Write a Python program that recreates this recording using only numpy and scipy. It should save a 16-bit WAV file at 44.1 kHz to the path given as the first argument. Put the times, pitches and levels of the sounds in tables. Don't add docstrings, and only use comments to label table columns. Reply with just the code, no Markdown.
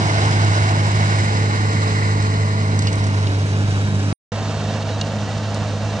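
import sys
import numpy as np
from scipy import signal
from scipy.fft import rfft, irfft, next_fast_len
from scipy.io import wavfile
from scipy.ndimage import uniform_filter1d, map_coordinates

SR = 44100
rng = np.random.default_rng(int(sys.argv[2]) if len(sys.argv) > 2 else 0)


def boost_factor(decibels):
    exponent = np.asarray(decibels, float) / 20
    return 10 ** exponent


def store_wav(level_fs):
    pcm = np.round(np.clip(np.atleast_2d(level_fs), -1, 1) * 32767)
    wavfile.write(sys.argv[1], SR, pcm.T.astype(np.int16))


N = 264600
PAD = next_fast_len(N + 4096)
HZ = np.maximum(np.fft.rfftfreq(PAD, 1 / SR), 1)

# (time [s], stance [0-3])
STANCE = [(0, 0), (.4, 0), (1.8, 1), (2.4, 1), (3.6, 2), (4.15, 2), (4.3, 3), (6, 3)]
# (time [s], roar gain [dB], lag of the left port [ms])
PASS = [(0, 1, 0.36), (.6, 1, 0.38), (1.3, 2, 0.39), (1.9, 3, .4), (2.4, 1, 0.39), (2.9, 2, 0.37),
        (3.3, 1.5, .33), (4.15, 2.5, .27), (4.3, 1.5, 0.044), (5, 0.5, 0), (6, 0, 0)]
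# (start [s], end [s])
GAP_S = (4.1278, 4.3185)
# (time [s], mean firing rate [Hz], mean rms level of the firing tone [dB])
ENGINE = [(0, 103.3, -17), (.3, 103, -15.5), (1.2, 102.5, -17), (1.7, 102.5, -18), (2.4, 101.6, -16.5),
          (2.9, 101.5, -18), (3.2, 100.1, -17.5), (4.15, 100.5, -18), (4.3, 103.1, -23.5),
          (4.9, 102.6, -24), (5.4, 103.9, -23.5), (5.7, 102.9, -23), (5.79, 102.9, -25),
          (5.9, 104.9, -23.5), (6, 100, -25)]
# (multiple of the firing rate, mean levels re firing tone at the four stances [dB])
OVERTONES = [(1.5, (-12.5, -12, -14, -12)), (2, (-23, -16, -14, -11))]
# (multiple of the fan's turning rate, mean rms levels at the four stances [dB])
FAN = [(3, (-46.5, -37.5, -47.5, -36)), (4, (-39, -42, -35, -45.5)), (6, (-38.5, -38, -42.5, -46)),
       (9, (-41.5, -40.5, -43.5, -40))]
FAN_PER_FIRING = .715
HALF_ORDER_DB = -48.5
HUM_LEFT_DB = -0.8
# (multiple of the firing rate, nominal level [dB])
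GEARS = [(19, -46), (38, -49), (51.5, -52)]
# (time [s], centre frequency [Hz], nominal level [dB])
WHIRR = [(0, 2200, -43), (.6, 2150, -38.5), (1.1, 2120, -35), (1.6, 2020, -36), (2.1, 2000, -36),
         (2.6, 2050, -45), (3.1, 2120, -49), (3.6, 2100, -56), (6, 2100, -60)]
# (frequency [Hz], nominal density [dB per Hz])
ROAR = ([(25, -63.5), (35, -66), (55, -60.5), (80, -48), (130, -43), (200, -48.5), (400, -58.5), (800, -53),
        (1600, -58.5), (3200, -70), (6400, -69.5), (9500, -79)], [(25, -67.5), (35, -67), (55, -56),
        (100, -51.5), (200, -51.5), (400, -59.5), (800, -61), (1600, -56.5), (3200, -61.5), (6400, -80.5),
        (9500, -73.5)], [(25, -86), (35, -67), (55, -60), (100, -47.5), (200, -53), (400, -59),
        (800, -64.5), (1600, -64), (3200, -74), (6400, -80.5), (9500, -81.5)], [(25, -89), (35, -61),
        (55, -59), (100, -49), (200, -57), (400, -55.5), (800, -64.5), (1600, -66.5), (3200, -70),
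        (6400, -76), (9500, -90)])
# (frequency [Hz], width [Hz], gain [dB])
RIPPLE = ([(341, 63, 7.5), (1190, 210, -2.5), (1488, 59, 8), (2162, 220, 8), (2950, 520, 5.5),
          (3950, 590, 5.5), (4970, 420, 6), (6900, 280, -0.5), (7600, 490, 0), (8800, 220, 4.5)],
          [(780, 67, -0.5), (1270, 86, -9.5), (1692, 310, -9.5), (2575, 490, -9.5), (3280, 570, -12.5),
          (3620, 130, -8), (5140, 380, 4), (6320, 470, 9.5), (6900, 450, -3), (7560, 370, 4.5),
          (9140, 2100, -7)], [(1150, 270, -5.5), (1930, 270, -5), (2600, 140, 0.5), (3870, 54, 11),
          (4270, 700, -0.8), (5320, 350, 2.5), (5910, 630, 6), (6520, 390, 3.5)], [(372, 84, -8),
          (705, 350, 5), (2050, 130, -6), (2554, 140, -9.5), (2650, 200, 5.5), (3415, 120, -9),
          (3990, 330, -5.5), (6000, 230, 3.5), (6850, 810, -1)])
# (frequency [Hz], level [dB], likeness [0-1], phase lead [rad])
PORT_SIDE = [(60, -3.4, 0.96, 0.2), (300, -5.3, 0.98, 0.2), (520, -4.2, 0.97, 0.3), (1200, 1.1, 0.93, 0.3),
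             (1500, -3.1, 0.9, 0.3), (1870, 0.8, 0.74, 0.1), (2300, -10.4, 0.45, 0.4),
             (2700, -3.8, 0.25, -0.6), (3200, -2.8, 0.31, -1.0), (4500, -2.0, 0.48, -0.0),
             (5500, -1.7, 0.44, -0.0), (6200, -8.3, 0.24, 0.3), (7400, 3.0, 0.68, 0.6),
             (8900, -14.3, 0.12, 1.0), (9500, -11.7, 0.25, 0.9)]
PORT_TURNING = [(60, -3.1, 0.96, 0.2), (300, -5.3, 0.99, 0.2), (700, -1.9, 0.97, 0.6),
                (1100, 3.2, 0.84, 0.5), (1450, -3.1, 0.91, 0.5), (1800, -2.6, 0.75, 0.9),
                (2150, -5.6, 0.35, 0.9), (3000, 0.3, 0.14, 1.0), (3750, -1.6, 0.18, 0.3),
                (4800, 4.5, 0.3, -0.1), (5500, -3.7, 0.61, -0.3), (5800, -9.6, 0.28, -0.1),
                (7300, 1.4, 0.54, 1.0), (8600, -15.7, 0.12, 1.0), (9500, -16.3, 0.35, 0.8)]
PORT_AHEAD = [(60, -4.0, 0.98, 0.1), (300, -6.6, 0.98, 0.0), (600, -1.9, 0.99, -0.0),
              (1200, -0.1, 0.95, -0.2), (1900, -5.8, 0.86, -0.4), (2350, -11.8, 0.4, -1.0),
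              (2600, -5.7, 0.72, -0.3), (2850, -9.8, 0.75, 0.5), (3600, 1.3, 0.72, 0.5),
              (4200, 3.6, 0.79, -0.4), (4700, -3.2, 0.74, -0.9), (5900, -6.6, 0.78, 0.1),
              (6700, 0.2, 0.62, 0.4), (7600, -0.7, 0.55, 0.4), (8500, -5.3, 0.36, 0.5),
              (9500, -3.9, 0.23, -0.7)]
# (time [s], nominal strike level [dB], brightest frequency [Hz], scrape decay constant [ms])
CLANKS = [(0.052, -26, 5300, 5.1), (0.31, -20, 6000, 3), (.445, -17.5, 6460, 2.4), (1.368, -22, 5530, 3),
          (2.223, -21, 6400, 3), (2.789, -13, 7600, 3), (2.82, -18.5, 6540, 3.5), (2.869, -13, 4350, 5.8),
          (2.88, -20, 3730, 6.3), (2.927, -21, 6900, 5.8), (2.953, -23, 7500, 3.3), (3.039, -23.5, 7487, 5),
          (3.065, -23.5, 7770, 7.5), (3.267, -20, 3820, 8.3), (3.707, -29, 3950, 4.4),
          (4.823, -26, 3500, 3), (4.888, -22, 3400, 3.4), (4.899, -30, 3006, 2), (5.011, -10, 4310, 1.4),
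          (5.380, -28, 4400, 3.3), (5.543, -23.5, 6746, 3.9)]
# (frequency [Hz], relative level [dB], 60 dB decay time [s])
TINE = [(2150, -2, .03), (2850, -1, .09), (3440, -5, .022), (3850, -3, .022), (4420, 2, .024),
        (5200, -2, .02), (5950, -3, .022), (6600, -3, .018), (7700, -2, .015), (8850, -6, .012),
        (9300, -6, .012)]
RATTLES_PER_S, RATTLE_DB = 40, -50


def in_time(rows):
    s, *columns = np.transpose(rows)
    return [np.interp(np.arange(N) / SR, s, c) for c in columns]


def at_hz(rows):
    hz, *columns = np.transpose(rows)
    return [np.interp(np.log(HZ), np.log(hz), c) for c in columns]


def at_stance(levels_db, stance):
    return np.interp(stance, np.arange(len(levels_db)), levels_db)


def drift(pole_hz):
    r = np.exp(-80 * np.pi * pole_hz / SR)
    noise = rng.standard_normal(N // 40 + 2002)
    slow = signal.lfilter([1], [1, -2 * r, r * r], noise)[2000:]
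    return np.interp(np.arange(N) / 40, np.arange(len(slow)), slow / slow.std())


def engine():
    firing_hz, first_db = uniform_filter1d(in_time(ENGINE), size=1500)
    phase = 2 * np.pi * np.cumsum(firing_hz * (1 + .004 * drift(8.2))) / SR
    return phase, first_db


def exhaust(phase, first_db, stance):
    out = boost_factor(first_db + 0.66 * drift(28)) * np.cos(phase)
    for order, under_db in OVERTONES:
        level_db = first_db + at_stance(under_db, stance)
        out += boost_factor(level_db + 2.5 * drift(4.2)) * np.cos(order * phase)
    out += boost_factor(HALF_ORDER_DB + 2.2 * drift(3.6)) * np.sin(phase / 2)
    return np.sqrt(2) * out


def fan(phase, stance):
    out = np.zeros(N)
    for order, fan_db in FAN:
        level_db = at_stance(fan_db, stance) + 1.6 * drift(1.5)
        angle = order * FAN_PER_FIRING * phase + .6 * drift(6)
        out += boost_factor(level_db + 1.5 * drift(9)) * np.sin(angle)
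    return np.sqrt(2) * out


def gears(phase):
    return sum(boost_factor(db) * drift(25) * np.sin(order * phase) for order, db in GEARS)


def churn(phase, shared_db, own_db, throb):
    white, out = rfft(rng.standard_normal((2, N)), PAD), 0
    together = drift(26) + 0.46 * drift(1.8)
    for octave in np.arange(4, 15):
        window = np.clip(1 - abs(np.log2(HZ) - octave), 0, 1)
        band = irfft(white * window, PAD)[:, :N]
        treble = min(max(octave - 8, 0) / 4, 1)
        flicker = boost_factor(treble * shared_db * together + own_db * drift(26))
        out = out + flicker * (1 + throb * treble * np.cos(phase)) * band
    return rfft(out * np.sqrt(SR / 2), PAD)


def whirr():
    centre_hz, level_db = in_time(WHIRR)
    flutter = drift(140) * boost_factor(2.0 * drift(25))
    return boost_factor(level_db) * flutter * np.sin(2 * np.pi * np.cumsum(centre_hz) / SR)


def tines():
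    out = np.zeros(N)
    chances_db = rng.normal(0, 1.5, (len(CLANKS), len(TINE)))
    loose = rng.random(N) < RATTLES_PER_S * boost_factor(4.0 * drift(5)) / SR
    sizes = boost_factor(RATTLE_DB + 3.5 * np.minimum(rng.exponential(1, N), 4))
    struck_mode = rng.integers(0, len(TINE) - 2, N)
    for k, (hz, mode_db, t60) in enumerate(TINE):
        force = loose * sizes * (abs(struck_mode - k) < 2) + 1e-18
        for (s, strike_db, bright_hz, _), chance_db in zip(CLANKS, chances_db[:, k]):
            away_db = -13 * np.log2(hz / bright_hz) ** 2
            start = round((s + .0035 * rng.random()) * SR)
            force[start] += boost_factor(strike_db + away_db + chance_db - 8)
        r, w = boost_factor(-60 / (t60 * SR)), 2 * np.pi * hz / SR
        out += boost_factor(mode_db) * signal.lfilter([0, np.sin(w)], [1, -2 * r * np.cos(w), r * r], force)
    return out


def scrapes():
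    out, age = np.zeros(N), np.arange(800) / SR
    for s, strike_db, bright_hz, decay_ms in CLANKS:
        envelope = (1 - np.exp(-age / .002)) * np.exp(-age * 1000 / decay_ms)
        stroke = boost_factor(strike_db + 3) * rng.standard_normal(800) * envelope
        crack = signal.butter(2, [.5 * bright_hz, 1.2 * bright_hz], "band", fs=SR, output="sos")
        out[round(s * SR):][:800] += signal.sosfilt(crack, stroke)
    return out


def scene():
    (stance,), (roar_db, lag_ms) = in_time(STANCE), in_time(PASS)
    lag = lag_ms * SR / 1000
    phase, first_db = engine()
    hum = exhaust(phase, first_db, stance) + fan(phase, stance)
    direct = rfft(gears(phase) + whirr() + tines() + scrapes(), PAD)
    roar, scattered = churn(phase, shared_db=.8, own_db=.7, throb=.06)
    out = np.zeros((2, N))
    for k, port in enumerate([PORT_SIDE, PORT_SIDE, PORT_TURNING, PORT_AHEAD]):
        ripple_db = sum(db * np.exp(-2 * ((HZ - hz) / width_hz) ** 2) for hz, width_hz, db in RIPPLE[k])
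        colour = boost_factor(at_hz(ROAR[k])[0] + ripple_db)
        left_db, alike, lead = at_hz(port)
        alike, turn = np.clip(alike, 0, 1), np.exp(1j * np.clip(lead, -1, 1))
        left_roar = boost_factor(left_db) * (turn * alike * roar + np.sqrt(1 - alike ** 2) * scattered)
        left_direct = boost_factor(left_db) * turn * direct
        heard = irfft(colour * np.array([left_roar, roar]), PAD)[:, :N] * boost_factor(roar_db)
        heard += irfft(np.array([left_direct, direct]), PAD)[:, :N]
        out += np.clip(1 - abs(stance - k), 0, 1) * heard
    out[0] = map_coordinates(out[0], [np.arange(N) - lag], order=3, mode="mirror")
    out[0] += boost_factor(HUM_LEFT_DB) * np.interp(np.arange(N) - 0.71 * lag, np.arange(N), hum)
    out[1] += hum
    return out


def top_cut(x):
    return signal.sosfilt(signal.butter(12, 10710, fs=SR, output="sos"), x)


def record(dry):
    t = np.arange(N) / SR
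    heard = signal.sosfilt(signal.butter(2, 42, "high", fs=SR, output="sos"), dry)
    fade_in = np.clip((t - GAP_S[1]) / 0.0013, 0, 1)
    gated = heard * ((t < GAP_S[0]) + fade_in)
    top = signal.ellip(14, .5, 80, 9560, fs=SR, output="sos")
    mix = signal.sosfilt(top, gated)
    return top_cut(mix)


dry = scene()
out = record(dry)
store_wav(out)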